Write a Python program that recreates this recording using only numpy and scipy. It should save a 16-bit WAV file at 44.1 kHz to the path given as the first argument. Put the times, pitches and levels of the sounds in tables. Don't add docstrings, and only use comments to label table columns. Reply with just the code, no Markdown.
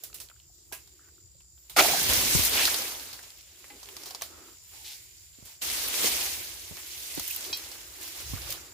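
import sys
import numpy as np
from scipy import signal
from scipy.io import wavfile

SR = 44100
rng = np.random.default_rng(int(sys.argv[2]) if len(sys.argv) > 2 else 0)


def generate_wav(sig):
    pcm = np.round(np.clip(np.atleast_2d(sig).T, -1, 1) * 32767).astype(np.int16)
    wavfile.write(sys.argv[1], SR, pcm)


def convert_level_to_amplitude(level_db):
    exponent = np.asarray(level_db, float) / 20
    return 10 ** exponent


N = 384993

MOVE_S = 5.615
# (first [dB], second [dB])
CALM_DB = (-67, -63.5)
DRONE_DB = (-81.5, -66)
# (frequency [Hz], level [dB per Hz])
WIND_COLOUR = [(12, -49), (20, -21.5), (42, -1.5), (59, 10), (124, -0.5), (200, -16.5), (260, -36),
               (440, -120)]
# (peak time [s], peak level [dB], decay [dB/s])
GUSTS = [(0.07, -60.5, 13), (0.7, -61.5, 20), (1.25, -59, 40), (1.82, -45.5, 100), (2.09, -43.5, 23),
         (2.42, -46, 32), (4.22, -59, 30), (5.7, -56, 17), (6.08, -54.5, 13), (6.71, -64.5, 100),
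         (7.2, -53.5, 200), (8.31, -42, 56), (8.42, -51, 50), (8.51, -50, 87)]
# (frequency [Hz], level [dB per Hz])
GROVE_COLOUR = [(88, -40), (150, -8), (689, -31), (2500, -29), (3700, -20.5), (4860, 0), (6260, -8.5),
                (7180, -7.5), (9820, -22.5), (14500, -10.5), (16000, -23.5)]
# (frequency [Hz], width [Hz], level [dB rms], throb [1/s], throb depth [0-1])
INSECTS = [(7100, 170, -68.5, 58, 0.4), (7420, 520, -71, 83, 0.5), (4800, 350, -78.5, 54, .2),
           (14430, 500, -83, 80, .3)]

# (time [s], length [s], level [dB rms], frequency [Hz], width [Hz])
SCUFFS = [(0.0, 0.31, -67, 350, 324), (0.491, 0.93, -71.5, 340, 131), (0.991, 0.13, -68.5, 1450, 900),
          (1.772, 0.058, -32, 310, 200), (1.8, 0.6, -50, 139, 80), (1.928, 0.1, -43, 1620, 160),
          (1.956, 0.61, -45, 248, 208), (2.563, 0.096, -30, 2600, 1500), (2.615, 0.091, -30, 4400, 2200),
          (3.505, 0.22, -70.5, 335, 120), (3.7, 0.1, -57, 298, 272), (3.847, 0.24, -59.5, 368, 140),
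          (4.063, .035, -49, 3470, 6000), (4.283, 0.29, -59.5, 330, 180), (4.289, 0.29, -63.5, 1280, 400),
          (4.714, 0.27, -66, 807, 250), (5.472, .07, -68.5, 850, 300), (4.721, 0.55, -74.5, 335, 109.5),
          (4.839, 0.13, -44.5, 3630, 5000), (5.364, 0.15, -75, 497, 600), (6.805, 0.03, -76, 900, 900),
          (7.3, 0.019, -41, 2640, 463), (7.446, 0.086, -51, 357, 138.9), (6.705, 0.034, -54, 330, 500),
          (7.986, 0.063, -57, 332, 40), (8.488, .035, -52, 550, 120), (3.35, 0.27, -64, 3000, 2500),
          (0.357, .14, -73.5, 2920, 1500)]
# (frequency [Hz], level [dB], t60 [s])
POLE_TAPS = [
    (0.7238, -20),
]
POLE_MODES = [(393, -9, 0.049), (642, -12.5, 0.095), (1003, -16.5, 0.43), (1630, -9.5, 0.097),
              (3200, -32, 0.52), (4000, -18, 5.0), (4802, -15, 5.0), (5820, -10.5, 0.41), (8000, -19, 0.22)]
HAFT_TAPS = [
    (3.702, -31),
    (4.219, -46),
]
HAFT_MODES = [(824, -7, 0.12), (1620, -17, 0.21), (2040, -8, 0.19), (2280, -11, .1), (2460, -12, 0.083)]
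BLADE_TAPS = [
    (7.528, -17),
]
BLADE_MODES = [(900, -7, 0.036), (1760, -20, .05), (2500, -4.5, 0.12), (3244, -2, 0.13), (3890, -1, 0.11),
               (4170, -4, 0.14), (4630, 0, 0.13), (5550, -0.5, 0.16), (6400, -13, .1), (7300, -14, 0.13),
               (8200, -18, .06), (9100, -20, .06)]
# (time [s], peak level [dB], frequency [Hz], t60 [s], left minus right [dB])
THUDS = [
    (2.35, -16.5, 125, 0.074, 21.5),
    (2.394, -18, 82.6, 0.064, -1.5),
    (3.962, -47, 321, 0.021, -1),
    (4.068, -38.5, 384, 0.058, -3),
    (5.385, -46, 219, .06, -5),
    (5.425, -40, 110, 0.089, -9),
    (6.043, -26, 373, 0.13, -5),
    (6.71, -34, 157, 0.081, -4),
    (7.175, -25, 280, 0.063, -2),
    (8.335, -22, 100, 0.08, -9),
]

# (frequency [Hz], level [dB per Hz])
LEAF_COLOUR = [(100, -31), (170, -9.5), (312, 2.5), (850, -0.5), (1180, -1.5), (1700, -4.5), (2480, -7.5),
               (5620, -3), (9950, -6.5), (12300, -4), (14800, -5)]
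# (frequency [Hz], side minus mid [dB])
SPREAD = [(60, -21.5), (180, -12.5), (550, -4.5), (1650, -1), (4970, 0), (15000, 0)]
# (time [s], left minus right [dB])
LEAN = [
    (0.0, -5),
    (2.5, -1),
    (5.4, -3.5),
    (5.7, -0.8),
    (7.3, -2),
    (8.73, -2),
]
RUSTLE_EDGES_HZ = (300, 1350, 2300, 11000)
# (time [s], peak level [dB], t60 [s])
TICKS = [(0.0366, -21, 0.037), (0.1428, -26, 0.03), (2.0313, -10, 0.03), (2.0931, -12, 0.03),
         (2.1344, -9, 0.033), (2.4344, -6, 0.03), (2.45, -3.5, 0.03), (2.4674, -14, 0.03),
         (2.4943, -9.5, 0.03), (2.7432, -23, 0.03), (3.1312, -39, 0.03), (3.3827, -39, 0.03),
         (3.8861, -45, 0.03), (3.9665, -46, 0.03), (4.0342, -37, 0.03), (4.0597, -41, 0.03),
         (4.1066, -29, 0.03), (4.2188, -27, 0.03), (5.8825, -19, 0.03), (5.9369, -23, 0.03),
         (6.0102, -25, 0.03), (6.0394, -20, 0.03), (7.1501, -21, 0.03), (7.196, -17, 0.012),
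         (7.2774, -18, 0.033), (7.3094, -17, 0.03), (7.3477, -19, 0.015), (7.362, -14, 0.02),
         (7.5716, -23, 0.03), (7.646, -37, 0.03), (8.0142, -34, 0.03), (8.078, -26, 0.03),
         (8.2894, -35, 0.03), (8.5051, -17, 0.03), (8.525, -19, 0.03)]
# (time [s], peak level [dB], centre [Hz])
TWIGS = [(0.0999, -42, 6990), (0.1295, -39, 4360), (0.2614, -44, 7000), (0.287, -42, 3240),
         (0.3624, -49, 6830), (1.802, -13, 3420), (1.848, -18, 2240), (1.8854, -16, 5090),
         (2.1344, -17, 5630), (2.3514, -16, 6580), (2.5415, -18, 2530), (2.5744, -14.5, 2420),
         (2.5948, -14, 2650), (2.6124, -15, 6270), (2.6334, -16, 2760), (2.653, -8, 4370),
         (2.673, -11, 4490), (2.699, -18, 5250), (2.8754, -30, 5410), (2.9204, -26, 6100),
         (3.1295, -28, 4300), (3.2365, -36.5, 1700), (3.3034, -36, 4360), (3.409, -38, 4640),
         (3.6834, -53, 4740), (3.7005, -43, 2020), (3.7994, -46, 5910), (3.8574, -36, 4440),
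         (3.9662, -28, 4980), (4.0198, -39, 5150), (4.034, -38, 4950), (4.107, -42, 4630),
         (4.148, -31, 5070), (4.2201, -19.5, 5630), (5.624, -29, 6170), (5.7, -18, 4710),
         (5.8194, -24, 5720), (6.0594, -10, 4240), (6.2294, -23, 3900), (6.2614, -26, 4860),
         (6.3324, -26, 6900), (6.769, -33, 5540), (7.1746, -33, 4480), (7.197, -18, 5600),
         (7.409, -25, 5940), (7.4494, -27, 4040), (7.6454, -31, 4720), (8.0294, -29, 6800),
         (8.0774, -31, 4340), (8.362, -34, 1650), (8.5044, -25, 4320), (8.524, -23, 4420)]
# (time [s], peak level [dB], centre [Hz])
SNAPS = [(0.1286, -45, 4360), (0.2388, -51, 6100), (0.299, -40.5, 2500), (0.4, -49, 4360),
         (0.874, -42, 4730), (1.086, -49.5, 1500), (1.405, -48, 2590), (1.579, -48.5, 3200),
         (3.6427, -35.5, 2220), (3.8307, -31.5, 5100), (3.8877, -30.5, 2780), (3.9668, -26.5, 4760),
         (4.035, -32.5, 5380), (4.108, -28, 4630), (4.148, -24, 4750), (4.199, -48, 3000),
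         (4.212, -29, 3650), (4.2196, -24, 1880), (4.4847, -42, 1266), (5.9414, -23, 3500),
         (6.039, -20, 3730), (7.176, -32, 3940), (7.196, -23.5, 4630), (7.2782, -29.5, 6300),
         (7.3477, -36, 4860), (7.362, -33, 5000), (7.5274, -29, 4640), (7.716, -30, 4920),
         (8.3707, -35, 1330), (8.4192, -29, 4800)]
# (time [s], peak level [dB], centre [Hz])
BREAKS = [(1.768, -20, 2140), (2.039, -16.5, 4700), (2.394, -16, 5500), (2.437, -18, 4500),
          (2.452, -18, 7100), (2.47, -18, 6150), (2.532, -19, 4080), (2.6098, -15, 2870),
          (2.654, -19, 4870), (2.6779, -13, 1460), (2.743, -13, 4460), (2.82, -21, 4950),
          (2.9972, -27, 4190), (3.0729, -36, 4250), (3.191, -36, 1670)]
# (time [s], peak level [dB], centre [Hz], crisp top against body [dB])
CRUNCHES = [(0.0363, -27.5, 4900, 28), (0.1435, -31.5, 4320, 2), (0.2009, -30, 5700, -7),
            (0.7236, -28, 2500, -13), (1.697, -33, 3800, -12), (3.1305, -33, 4330, -17),
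            (3.228, -35, 5700, -18), (3.701, -43.5, 2500, -29), (4.0582, -30, 4970, -18),
            (4.2213, -26.5, 4460, -15), (5.452, -37.5, 4720, 7), (6.7693, -38, 2080, -25),
            (8.0132, -32, 5550, 3)]
# (time [s], crush level [dB])
CUT = [
    (1.762, -55),
    (1.764, -25),
    (1.783, -24.5),
    (1.788, -13.5),
    (1.794, -12.5),
    (1.8, -15),
    (1.81, -16.5),
    (1.816, -35.5),
    (1.84, -49.5),
]
# (frequency [Hz], width [Hz], level [dB])
STALK = [(660, 160, -3.5), (800, 42, 3.5), (1192, 56, -3.5), (1400, 44, -1), (2140, 90, 0.5),
         (2420, 28, -11.5), (2640, 74, -25.5), (3420, 210, -9), (4500, 340, -9)]
# (time [s], peak level [dB], frequency [Hz])
CREAKS = [(0.035, -47, 660), (0.1, -51, 1290), (0.498, -59, 730), (1.18, -55, 1400), (1.35, -60, 556),
          (1.405, -63, 1050), (1.576, -63, 1450), (0.129, -52, 1300), (0.129, -45, 2600),
          (0.186, -43, 2800), (0.216, -56, 1400), (0.299, -48, 1500), (0.299, -47, 3200),
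          (0.363, -54, 1500), (0.4, -46, 3020), (0.202, -39, 2760), (0.314, -44, 1350), (0.717, -42, 860),
          (0.994, -50, 1370), (1.697, -44, 2210), (1.765, -19, 800), (1.808, -13.5, 647), (1.822, -22, 690),
          (1.832, -20, 730), (1.846, -17.5, 713), (1.855, -19.5, 760), (1.884, -23, 643), (1.899, -22, 724),
          (1.935, -20, 794), (1.945, -20.5, 704), (1.966, -29, 800), (2.018, -32.5, 830), (2.041, -35, 800),
          (3.642, -48, 2300), (3.966, -43, 2250), (4.11, -41, 760), (4.238, -40, 2300), (4.22, -34.5, 660),
          (4.222, -32, 1130), (5.9422, -23, 2500), (5.7, -30, 2200), (6.0, -30, 2200), (6.045, -25, 2100),
          (6.066, -24, 2300), (8.38, -36, 1500)]

# (time [s], force [dB], stiffness [dB]: plus = woody ribs, minus = thin tips)
AIMING = [
    (0.0, -61.5, 3),
    (0.5, -77.5, 6),
    (0.87, -65, 0),
    (1.53, -77, 6),
    (1.758, -59, -2),
]
FALL = [
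    (1.771, -24, 0),
    (1.86, -26.5, 3),
    (1.925, -28.5, 5),
    (2.0, -29.5, -1.5),
    (2.084, -30, -0.5),
    (2.1, -26.5, 1.5),
    (2.16, -27, 0),
    (2.25, -28.5, -1.5),
]
CRASH = [
    (2.34, -26.5, -2),
    (2.41, -26, -0.5),
    (2.467, -29, -5),
    (2.495, -32, 1),
    (2.56, -28.5, 4),
    (2.61, -27.5, 2.5),
    (2.7, -29.5, -0.5),
    (2.8, -33.5, 3),
    (3.2, -52.5, 3),
]
GROPING = [
    (3.45, -60, -0.5),
    (4.02, -51, 4),
    (4.41, -58.5, 8.5),
]
STEPS = [
    (4.496, -56.5, 0),
    (4.596, -62.5, -1),
    (4.7, -56.5, -3),
    (4.74, -50.5, 1.5),
    (4.82, -52.5, -5),
    (4.88, -49, -10),
    (4.96, -50, -8),
    (4.99, -53.5, -5.5),
    (5.318, -64, -4.5),
]
TURN = [
    (5.44, -59, -3),
    (5.47, -51.5, 1),
    (5.53, -54, -4),
    (5.608, -64, 2),
]
DRAG = [
    (5.62, -33.5, -3),
    (5.75, -34, -1.5),
    (5.925, -35, 1.5),
    (5.945, -32, -1.5),
    (6.01, -30, 1.5),
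    (6.071, -24.5, -2.5),
    (6.107, -31.5, -1),
    (6.27, -34, -1),
    (6.3, -37.5, -2.5),
]
LIFT = [
    (6.45, -42, -2),
    (6.705, -49, -2),
    (6.95, -45, -4.5),
    (7.15, -42, -3.5),
    (7.26, -41, -6.5),
    (7.3, -40.5, -10.5),
    (7.4, -41, 0),
    (7.5, -42, 1),
]
STACKING = [
    (7.6, -44, 1),
    (7.93, -51, 2.4),
    (8.005, -47, 1.8),
    (8.03, -42.5, -0.97),
    (8.14, -45, -1.3),
    (8.2, -42, -0.17),
    (8.25, -45, -1),
]
TOSS = [
    (8.3, -44, 0),
    (8.45, -44.5, 3),
    (8.52, -40, -1),
    (8.58, -47, 4),
    (8.73, -57, 8),
]


def rms_one(x):
    return x / np.sqrt(np.mean(x ** 2) + 1e-20)


def in_time(rows):
    s, *columns = np.transpose(rows)
    return [np.interp(np.arange(N) / SR, s, c) for c in columns]


def at_hz(points, hz):
    point_hz, point_db = np.transpose(points)
    return np.interp(np.log(hz), np.log(point_hz), point_db)


def drift(rate):
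    r = np.exp(-80 * np.pi * rate / SR)
    slow = signal.lfilter([1], [1, -2 * r, r * r], rng.standard_normal(N // 40 + 2002))[2000:]
    return np.interp(np.arange(N) / 40, np.arange(len(slow)), rms_one(slow))


def resonate(x, hz, width_hz):
    r = np.exp(-np.pi * width_hz / SR)
    zeros = np.array([1, 0, -1]) * (1 - r * r) / 2
    return signal.lfilter(zeros, [1, -2 * r * np.cos(2 * np.pi * hz / SR), r * r], x)


def add(out, s, sound, pan_db):
    i = max(int(s * SR), 0)
    sound = np.atleast_2d(sound)[:, :N - i] * convert_level_to_amplitude(np.array([[pan_db], [-pan_db]]) / 2)
    out[:, i:i + sound.shape[1]] += sound


def leaf_pan(s):
    return np.interp(s, *np.transpose(LEAN))


def bank(pair, low_hz, high_hz, level_db, patchy_db, flicker):
    mid_sum, side_sum = 0, 0
    bands = int(np.ceil(2.2 * np.log2(high_hz / low_hz)))
    edges = np.geomspace(low_hz, high_hz, bands + 1)
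    for k, (low, high) in enumerate(zip(edges, edges[1:])):
        band = signal.butter(2, [low, high], "band", fs=SR, output="sos")
        mid, side = signal.sosfilt(band, pair[k % 2])
        hz = np.sqrt(low * high)
        coarse = convert_level_to_amplitude((level_db(hz) + patchy_db * drift(flicker))[::16])
        gain = np.interp(np.arange(N) / 16, np.arange(len(coarse)), coarse)
        mid_sum = mid_sum + gain * mid
        side_sum = side_sum + gain * convert_level_to_amplitude(at_hz(SPREAD, hz)) * side
    return np.array([mid_sum + side_sum, mid_sum - side_sum])


def gusts():
    t = np.arange(N) / SR
    rise_db_per_s = 155.5
    puffs = [peak_db - np.maximum(rise_db_per_s * (s - t), fall * (t - s)) for s, peak_db, fall in GUSTS]
    return np.max(puffs + [np.where(t < MOVE_S, *CALM_DB)], axis=0)


def grove():
    white = rng.standard_normal((2, 2, N))
    hiss = bank(white, 110.0, 17000, lambda hz: at_hz(GROVE_COLOUR, hz), patchy_db=-3.5, flicker=5.0)
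    hiss = convert_level_to_amplitude(-61.5) * rms_one(hiss)
    drone = rms_one(resonate(resonate(white[0, 0], 335, 60), 345, 90))
    drone_db = np.where(np.arange(N) < MOVE_S * SR, *DRONE_DB) + 2 * drift(2.7)
    air = white[::-1] * convert_level_to_amplitude([[0], [12]])
    puffs = bank(air, 35, 167, lambda hz: at_hz(WIND_COLOUR, hz), patchy_db=1.9, flicker=6.8)
    puffs = signal.sosfilt(signal.butter(4, [44, 165], "band", fs=SR, output="sos"), puffs)
    return hiss + convert_level_to_amplitude(drone_db) * drone + convert_level_to_amplitude(gusts() + 2.5) * rms_one(puffs)


def insects():
    out, t = 0, np.arange(N) / SR
    swell_db_per_s = 0.67
    for hz, width_hz, level_db, throb, depth in INSECTS:
        song = resonate(resonate(rng.standard_normal((2, N)), hz, width_hz), hz, 2.0 * width_hz)
        pulse = 1 + depth * np.sin(2 * np.pi * throb * t + 2.6 * drift(3.1))
        song_db = level_db + 6.5 + swell_db_per_s * t + 0.73 * drift(4.1)
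        out = out + convert_level_to_amplitude(song_db) * pulse * rms_one(song)
    return out


def scuffs():
    out = np.zeros((2, N))
    for s, length, level_db, hz, width_hz in SCUFFS:
        u = np.linspace(0, 1, int(length * SR))
        grit = rng.standard_normal((2, len(u))) * convert_level_to_amplitude(4.1 * rng.standard_normal(len(u)))
        hollow = rms_one(resonate(resonate(grit + grit[0], hz, width_hz), hz, 0.87 * width_hz))
        stroke = np.minimum(u / 0.09, 1) * np.minimum((1 - u) / 0.27, 1)
        add(out, s, convert_level_to_amplitude(level_db) * hollow * stroke, -1.5)
    return out


def steel():
    out, t = np.zeros((2, N)), np.arange(12000) / SR
    tools = ((POLE_TAPS, POLE_MODES, .09), (BLADE_TAPS, BLADE_MODES, .15), (HAFT_TAPS, HAFT_MODES, .17))
    for taps, modes, longest_t60 in tools:
        for s, peak_db in taps:
            rings = 0
            for hz, db, t60 in modes:
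                split = rng.uniform(0.0066, 0.019)
                start = rng.uniform(0, 2 * np.pi, (2, 2, 1))
                pair = np.sin(2 * np.pi * hz * t + start[0] / 3)
                pair = pair + 0.29 * np.sin(2 * np.pi * hz * (1 + split) * t + start[1])
                rings = rings + convert_level_to_amplitude(db - 60 * t / min(t60, longest_t60)) * pair
            add(out, s, convert_level_to_amplitude(peak_db - 11) * rings * np.minimum(t / 0.0016, 1), -1.2)
    return out


def thuds():
    out, t = np.zeros((2, N)), np.arange(8000) / SR
    noises = rng.standard_normal((len(THUDS), 2, len(t)))
    for (s, peak_db, hz, t60, pan_db), noise in zip(THUDS, noises):
        sag = 0.78 * t + 0.00435 * (1 - np.exp(-t / 0.0063))
        phase = 2 * np.pi * hz * sag + [[.8], [-.8]]
        push = np.sin(phase) + 0.39 * np.sin(0.63 * phase)
        puff = 3.8 * resonate(noise, 0.6 * hz, 1.0 * hz) * convert_level_to_amplitude(-60 * t / 0.074)
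        landing = (convert_level_to_amplitude(-60 * t / t60) * push + puff) * np.minimum(t * 1000, 1)
        add(out, s, -convert_level_to_amplitude(peak_db - 4.0) * landing, 0.91 * pan_db)
    return out


def ticks():
    out, t = np.zeros((2, N)), np.arange(2000) / SR
    bright = signal.butter(4, 11100, "high", fs=SR, output="sos")
    rows = [(s, db, max(t60, .005), 0) for s, db, t60 in TICKS]
    rows += [(s, db - 2.5, 0.02, hz) for s, db, hz in TWIGS]
    noises = rng.standard_normal(size=(len(rows), 4, len(t)))
    for (s, peak_db, t60, hz), noise in zip(rows, noises):
        grit = (noise[0] + 1.4 * noise[1:3]) * convert_level_to_amplitude(5.7 * noise[3] - 60 * t / t60)
        grit[:, 0] += 5.0
        click = resonate(grit, hz, 0.44 * hz) if hz else signal.sosfilt(bright, grit)
        add(out, s, convert_level_to_amplitude(peak_db) * click / np.abs(click.mean(axis=0)).max(), leaf_pan(s))
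    return out


def snaps():
    out, t = np.zeros((2, N)), np.arange(6000) / SR
    crisp = signal.butter(1, 5000, "high", fs=SR, output="sos")
    brief = [(*row, -24) for row in SNAPS + BREAKS]
    for events, t60, crack, trim_db in ((CRUNCHES, .21, .6, 3.0), (brief, .06, 1.6, 2.5)):
        shape = convert_level_to_amplitude(-60 * t / t60) + crack * convert_level_to_amplitude(-60 * t / 0.0023)
        shape = shape * np.minimum(t / 0.00029, 1)
        noises = rng.standard_normal(size=(len(events), 4, len(t)))
        for (s, peak_db, hz, top_db), noise in zip(events, noises):
            burst = (noise[0] + 1.54 * noise[1:3]) * convert_level_to_amplitude(3.8 * noise[3]) * shape
            burst[:, 6] += 7.8 * crack
            body = 0.98 * resonate(burst, hz, 0.36 * hz) + 0.54 * resonate(burst, 890, 880)
            crunch = body + convert_level_to_amplitude(top_db + 12) * signal.sosfilt(crisp, burst)
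            peak = np.abs(crunch.mean(axis=0)).max()
            add(out, s, convert_level_to_amplitude(peak_db + trim_db) * crunch / peak, leaf_pan(s))
    return out


def chop():
    out = np.zeros((2, N))
    when, crush_db = np.transpose(CUT)
    t = np.arange(when[0], when[-1], 1 / SR)
    crush = rng.standard_normal(size=(3, len(t))) * convert_level_to_amplitude(2.5 * rng.exponential(1, len(t)))
    crush = crush[0] + 0.45 * crush[1:]
    wood = 0
    for k, (hz, width, db) in enumerate(STALK):
        wood = wood + (-1) ** k * convert_level_to_amplitude(db) * resonate(crush, hz, 2.34 * width)
    add(out, when[0], convert_level_to_amplitude(np.interp(t, when, crush_db)) * rms_one(wood), -.8)
    t = np.arange(1500) / SR
    cycles = 20.7
    for s, peak_db, hz in CREAKS:
        knock = convert_level_to_amplitude(peak_db + 2.0 - 60 * t * hz / cycles) * np.sin(2 * np.pi * hz * t)
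        add(out, s, knock * np.minimum(t * hz / 1.3, 1), -.8)
    return out


def rustle():
    contacts = rng.standard_normal((2, 2, N)) * convert_level_to_amplitude(2.38 * np.minimum(rng.exponential(1, N), 6))
    slipping = rng.random(N) < 40.0 * convert_level_to_amplitude(4.0 * drift(4)) / SR
    slips = slipping * np.minimum(rng.exponential(1, N), 3)
    fade = convert_level_to_amplitude(-60 / (.025 * SR))
    shake = 1 + 0.075 * signal.lfilter([1], [1, -fade], slips + 1e-18)
    shake = shake * convert_level_to_amplitude(0.65 * drift(3.1))
    gestures = AIMING + FALL + CRASH + GROPING + STEPS + TURN + DRAG + LIFT + STACKING + TOSS
    force_db, stiff_db = in_time(gestures)
    body_db = force_db - 1 + stiff_db
    blade_db = in_time(CUT)[0] - 5.5
    near_cut = np.abs(np.arange(N) / SR - CUT[3][0]) < .05
    struck = (blade_db > force_db) & near_cut
    force_db = np.where(struck, blade_db, force_db)
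    stiff_db = np.where(struck, 14, stiff_db)
    levels = [body_db, force_db + stiff_db, force_db + 10.5, force_db + 6.5 - 0.24 * stiff_db]

    def level_db(hz):
        shares = [np.interp(np.log(hz), np.log(RUSTLE_EDGES_HZ), one) for one in np.eye(4)]
        return at_hz(LEAF_COLOUR, hz) + sum(share * db for share, db in zip(shares, levels) if share > 0)

    leaves = bank(rms_one(contacts * shake), 164.6, 17800, level_db, patchy_db=1.5, flicker=30)
    return leaves * convert_level_to_amplitude(in_time(LEAN)[0] / 2 * [[1], [-1]])


def scene():
    crisp = ticks()
    hard = snaps() + chop() + thuds() + steel()
    dull = signal.lfilter([.5], [1, -.5], hard[::-1])
    for s, echo_db in ((.011, -20), (.023, -21), (.041, -19.5)):
        add(hard, s, convert_level_to_amplitude(echo_db) * dull, 0)
    return hard + crisp + scuffs() + rustle() + insects() + grove()


def top_cut(x):
    return signal.sosfilt(signal.butter(12, 16500, fs=SR, output="sos"), x)


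def record(dry):
    ports = signal.sosfilt(signal.butter(4, 44, "high", fs=SR, output="sos"), dry)
    rounded = 1.4 * np.tanh(ports / 1.4)
    mix = signal.sosfilt(signal.ellip(9, .5, 62, 15470, fs=SR, output="sos"), rounded)
    return top_cut(mix)


dry = scene()
out = record(dry)
generate_wav(out)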